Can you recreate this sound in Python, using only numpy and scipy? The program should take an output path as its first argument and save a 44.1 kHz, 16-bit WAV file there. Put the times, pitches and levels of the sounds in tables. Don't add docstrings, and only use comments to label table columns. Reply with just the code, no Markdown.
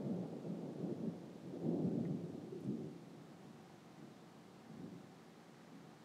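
import sys
import numpy as np
from scipy import signal
from scipy.fft import rfft, irfft, next_fast_len
from scipy.io import wavfile
from scipy.ndimage import uniform_filter1d

SR = 44100
rng = np.random.default_rng(int(sys.argv[2]) if len(sys.argv) > 2 else 0)


def wrap_up_sound(samples):
    columns = np.atleast_2d(samples).T
    tamed = np.clip(columns, -1, 1)
    steps = np.round(tamed * 32767).astype(np.int16)
    wavfile.write(sys.argv[1], SR, steps)


N = 266364
TIME_S = np.arange(N) / SR
CUTOFF_HZ = 15700
ECHO_DB, ECHO_T60_S = -2.5, 0.74
FLUTTER_DB, FLUTTER_HZ = 1.1, 9.2
RUMBLE_BODY_DB, PEAL_GRAVEL_DB = -3.5, -7.5

# freq_hz, relative_db
HISS_SPECTRUM = [(20, -5), (200, 2), (1000, 4), (2500, 1.5), (4000, 0.64), (5000, -2), (6300, -4),
                 (8000, -7), (10000, -12), (12500, -15), (14500, -17), (16000, -22)]
WASH_SPECTRUM = [(45, -32), (70, -9.5), (110, -5.5), (200, 5.5), (400, 1), (620, 2.5), (760, 8.5),
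                 (900, 2.5), (1200, 0.5), (1500, -5), (1900, -8.5), (2500, -19), (4000, -34), (8000, -40)]
LEAF_SPECTRUM = [(800, -23), (1300, 4.5), (1600, 3), (2050, 3), (2500, -7), (4000, -20), (8000, -46)]
# time_s, level_db
WASH_CURVE = [(0, -69), (1.4, -71), (2.8, -73), (3.25, -69.5), (6.04, -69.5)]
LEAF_CURVE = [(0, -99), (2.8, -86.5), (3.9, -78.5), (4.5, -86), (4.66, -76.5), (4.9, -79), (5.25, -78),
              (5.58, -74.5), (5.8, -75.5), (6.04, -78)]
# pitch_hz, level_db
MOTOR_PARTIALS = [(582, -87), (757, -79.5), (873, -88.5), (932, -85.5), (1107, -89.5), (1217, -91)]
# centre_s, level_db, centre_hz, half_length_s
FINGER_BRUSHES = [(2.612, -81, 8500, .012), (2.646, -76, 7000, .015)]
# start_s, level_db, pitch_hz, t60_s
CASE_KNOCKS = [(2.6059, -60, 12500, .0025), (3.6964, -53.5, 925, .012), (3.7015, -58, 760, .012)]
# start_s, strength_db
TAP_HITS = [(2.052, -0.5), (2.0568, -10)]
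# pitch_hz, level_db, t60_s
TAP_RINGS = [(1130, -55, 0.018), (1460, -66, 0.065), (1860, -60.5, 0.055), (2044, -60, 0.05),
             (2360, -69, 0.03)]

# centre_hz, width_hz, lift_db
WALL_MODES = [(139, 8.8, 4), (171.5, 11, 5), (226.7, 13, 5), (291.5, 13, 3.5), (341.7, 16, 4.5),
              (386, 18, 2.8)]
# freq_hz, relative_db
DEEP_SPECTRUM = [(20, -25), (42, -39), (58, -15), (78, -15.5), (98, 2), (112, 6), (135, -12), (200, -38)]
ROLL_SPECTRUM = [(50, -61), (85, -46), (108, -28.5), (135, -2), (170, 3), (235, 0), (280, -20),
                 (400, -33.5)]
BODY_SPECTRUM = [(170, -46), (230, -19.5), (265, 6), (375, 3), (425, -11), (490, -20), (650, -41)]
GRAVEL_SPECTRUM = [(300, -39.5), (390, -8.5), (440, 1.5), (530, 0), (640, -4.5), (790, -11), (950, -20),
                   (1300, -46), (2200, -56)]
# time_s, level_db
DEEP_CURVE = [(0, -80), (0.12, -62), (0.5, -78), (0.95, -64), (1.35, -73.5), (1.75, -63), (2.1, -62),
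              (2.35, -63.5), (2.48, -72), (2.66, -69), (2.84, -65), (3.05, -80), (3.5, -75.5), (4.65, -78),
              (4.9, -67.5), (5.25, -84.5), (6.04, -78)]
# time_s, level_db
RUMBLE_CURVE = [(0, -50), (1.05, -55), (1.38, -59.5), (1.8, -53), (2.3, -53.5), (3.05, -58.5), (3.75, -63),
                (5.0, -62.5), (5.25, -63.5), (6.04, -64.5)]
# time_s, gravel_gain_db
AIR_CURVE = [(0, 0.5), (1.95, -2), (2.5, -6), (6.04, -4)]
# centre_s, level_db, centre_hz, half_length_s
THUMPS = [(0.071, -49.5, 188, 0.011), (0.11, -45.5, 183, 0.01), (0.103, -60, 510, 0.01),
          (0.213, -46.5, 180, 0.012), (0.5, -46, 209, 0.014), (0.53, -51, 200, 0.0105),
          (0.63, -57, 181, 0.0075), (0.847, -47, 215, 0.012), (0.912, -50, 370, 0.019),
          (0.926, -48, 196, 0.0069), (1.007, -43, 180, 0.0054), (1.043, -52, 197, 0.0055),
          (1.082, -41.5, 185, 0.015), (1.697, -44, 187, 0.017), (1.701, -78, 66, .035),
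          (1.723, -46, 203, 0.0066), (1.748, -40, 270, 0.0059), (1.749, -55, 570, 0.0073),
          (1.85, -36.5, 205, 0.0081), (1.857, -54.5, 536, 0.01), (1.876, -40, 192, 0.0084),
          (1.879, -54, 120, 0.021), (1.914, -53, 346, 0.0082), (1.955, -48, 360, .009),
          (1.982, -40, 230, 0.0068), (1.99, -54.5, 530, 0.0098), (2.008, -51, 118, .025),
          (2.011, -40, 222, 0.01), (2.07, -38.5, 188, 0.0052), (2.111, -40, 215, 0.0079),
          (2.118, -40, 173, 0.0094), (2.154, -41, 213, 0.0098), (2.245, -49, 185, 0.014),
          (2.531, -46, 315, 0.0081), (2.564, -50.5, 320, 0.017), (2.677, -75, 62, .03),
          (2.684, -47, 140, 0.018), (2.699, -42, 220, 0.022), (2.708, -48.5, 332, 0.013),
          (2.743, -48.5, 266, 0.016), (2.963, -57, 280, 0.0078), (4.816, -74.5, 66, .035),
          (4.825, -71, 104, 0.035), (4.847, -58.5, 324, .03), (5.76, -57.5, 227, 0.042)]
# crest_s, level_db, half_length_s, brightness_db
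BRANCH_PEALS = [(0.115, -43, 0.1, -8), (0.24, -59, 0.029, 1), (0.525, -48.5, 0.06, -11),
                (0.644, -54.5, 0.14, 1.5), (0.842, -46, 0.06, -1.5), (0.912, -52, 0.028, 3),
                (1.051, -45.5, 0.047, -3), (1.27, -58, 0.057, -1), (1.474, -51.5, 0.046, -4),
                (1.55, -57, 0.022, 10.5), (1.678, -40.5, 0.053, -2), (1.75, -50.5, 0.078, 6.5),
                (1.801, -42.5, 0.025, -0.5), (1.866, -41, 0.028, -5.5), (1.95, -43, 0.045, -4),
                (2.087, -48, 0.13, -1), (2.345, -60.5, 0.15, 8), (2.693, -50, 0.11, -1),
                (2.823, -49.5, 0.08, -1), (3.137, -60.5, 0.012, 0), (3.488, -58, 0.041, -16),
                (4.037, -57.5, 0.056, -2.5), (4.719, -52.5, 0.022, -28), (4.835, -53, 0.081, -5),
                (4.95, -54, 0.04, -5), (5.862, -62, 0.064, -3)]


def from_db(db):
    return 10 ** (np.asarray(db) / 20)


def unit_rms(x):
    return x / np.sqrt(np.mean(x ** 2) + 1e-20)


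def per_sample(curve):
    return np.interp(TIME_S, *np.transpose(curve))


def coloured(x, spectrum):
    hz, db = np.transpose(spectrum)
    size = next_fast_len(N)
    bins_hz = np.maximum(np.fft.rfftfreq(size, 1 / SR), 1)
    gain = from_db(np.interp(np.log(bins_hz), np.log(hz), db, right=-120))
    return unit_rms(irfft(rfft(x, size) * gain, size)[:N])


def noise(spectrum):
    return coloured(rng.standard_normal(N), spectrum)


def impulses(rate_hz, spread_db):
    arrives = rng.random(N) < rate_hz / SR
    return arrives * rng.choice([-1, 1], N) * from_db(spread_db * rng.standard_normal(N))


def levelled(x, span_s):
    size = int(span_s * SR)
    power = uniform_filter1d(uniform_filter1d(x ** 2, size), size)
    return x / np.sqrt(np.maximum(power, 1e-12))


def bandpass(x, hz, edge_ratio):
    sos = signal.butter(2, [hz / edge_ratio, hz * edge_ratio], "band", fs=SR, output="sos")
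    return signal.sosfiltfilt(sos, x + 1e-18)


def bursts(source, table, edge_ratio):
    out = np.zeros(N)
    for centre_s, db, hz, half_s in table:
        near = np.abs(TIME_S - centre_s) < 0.2
        ripples = signal.hilbert(unit_rms(bandpass(source[near], hz, edge_ratio)))
        even = np.sqrt(2) * ripples.real / np.hypot(np.abs(ripples), 0.3)
        window = np.exp(-((TIME_S[near] - centre_s) / half_s) ** 2)
        out[near] += from_db(db) * bandpass(window * even, hz, edge_ratio ** 2)
    return out


def hiss(level_db):
    return from_db(level_db) * noise(HISS_SPECTRUM)


def motor(wander_hz, waver_db):
    drift_spectrum = [(1, 0), (6, -20)]
    out = np.zeros(N)
    for hz, db in MOTOR_PARTIALS:
        wander, waver = noise(drift_spectrum), noise(drift_spectrum)
        phase = 2 * np.pi * np.cumsum(hz + wander_hz * wander) / SR
        out += from_db(db + waver_db * waver) * np.sqrt(2) * np.sin(phase)
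    return out


def breeze(wash_gain_db):
    wash = from_db(per_sample(WASH_CURVE) + wash_gain_db) * noise(WASH_SPECTRUM)
    touches = coloured(impulses(rate_hz=1500, spread_db=5.0), LEAF_SPECTRUM)
    return wash + from_db(per_sample(LEAF_CURVE)) * touches


def camera_knocks():
    out = np.zeros(N)
    for start_s, db, hz, t60_s in CASE_KNOCKS:
        age_s = np.maximum(TIME_S - start_s, 0)
        out += from_db(db - 60 * np.minimum(age_s / t60_s, 2)) * np.sin(2 * np.pi * hz * age_s)
    return out


def finger_brushes():
    return bursts(rng.standard_normal(N), FINGER_BRUSHES, edge_ratio=1.35)


def tap():
    out = np.zeros(N)
    for start_s, strength_db in TAP_HITS:
        age_s = np.clip(TIME_S - start_s, 0, 1)
        for hz, db, t60_s in TAP_RINGS:
            out += from_db(strength_db + db - 60 * age_s / t60_s) * np.sin(2 * np.pi * hz * age_s)
    return out


def walls(x):
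    ringing = np.zeros(N)
    for hz, width_hz, lift_db in WALL_MODES:
        b, a = signal.iirpeak(hz, hz / width_hz, fs=SR)
        ringing += (from_db(lift_db) - 1) * signal.lfilter(b, a, x + 1e-18)
    return x + ringing


def peal_power(crest_s, half_s):
    age_s = TIME_S - crest_s
    crest = np.exp(-2 * (age_s / half_s) ** 2)
    echo = from_db(ECHO_DB - 60 * np.maximum(age_s, 0) / ECHO_T60_S) ** 2
    return crest + echo * (1 - crest) * (age_s > 0)


def thunder_gains():
    flutter = noise([(2, -20), (FLUTTER_HZ, 0), (2 * FLUTTER_HZ, -20)])
    rumble_db = per_sample(RUMBLE_CURVE) + FLUTTER_DB * flutter
    rumble_body = from_db(rumble_db + RUMBLE_BODY_DB) ** 2
    peal_roll, peal_body = np.zeros((2, N))
    for crest_s, db, half_s, brightness_db in BRANCH_PEALS:
        power = from_db(db) ** 2 * peal_power(crest_s, half_s)
        peal_roll += power
        peal_body += power * from_db(brightness_db) ** 2
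    roll = np.sqrt(from_db(rumble_db) ** 2 + peal_roll)
    body = np.sqrt(rumble_body + peal_body)
    gravel = np.sqrt(rumble_body + peal_body * from_db(PEAL_GRAVEL_DB) ** 2)
    return roll, body, gravel * from_db(per_sample(AIR_CURVE))


def thunder():
    roll_gain, body_gain, gravel_gain = thunder_gains()
    shocks = walls(impulses(rate_hz=2500, spread_db=1.5))
    deep = from_db(per_sample(DEEP_CURVE)) * levelled(coloured(shocks, DEEP_SPECTRUM), span_s=0.091)
    roll = roll_gain * from_db(-0.3) * levelled(coloured(shocks, ROLL_SPECTRUM), span_s=0.041)
    body = body_gain * from_db(-0.24) * levelled(coloured(shocks, BODY_SPECTRUM), span_s=0.031)
    gravel = gravel_gain * levelled(coloured(shocks, GRAVEL_SPECTRUM), span_s=0.052)
    return deep + roll + body + gravel + bursts(shocks, THUMPS, edge_ratio=1.236)


def scene():
    garden = breeze(wash_gain_db=2.5) + motor(wander_hz=0.78, waver_db=3.0) + tap()
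    camera = camera_knocks() + finger_brushes() + hiss(level_db=-70.5)
    return (garden + camera + thunder())[None, :]


def record(dry):
    return signal.sosfilt(signal.ellip(12, 0.1, 80, CUTOFF_HZ, fs=SR, output="sos"), dry)


dry = scene()
out = record(dry)
wrap_up_sound(out)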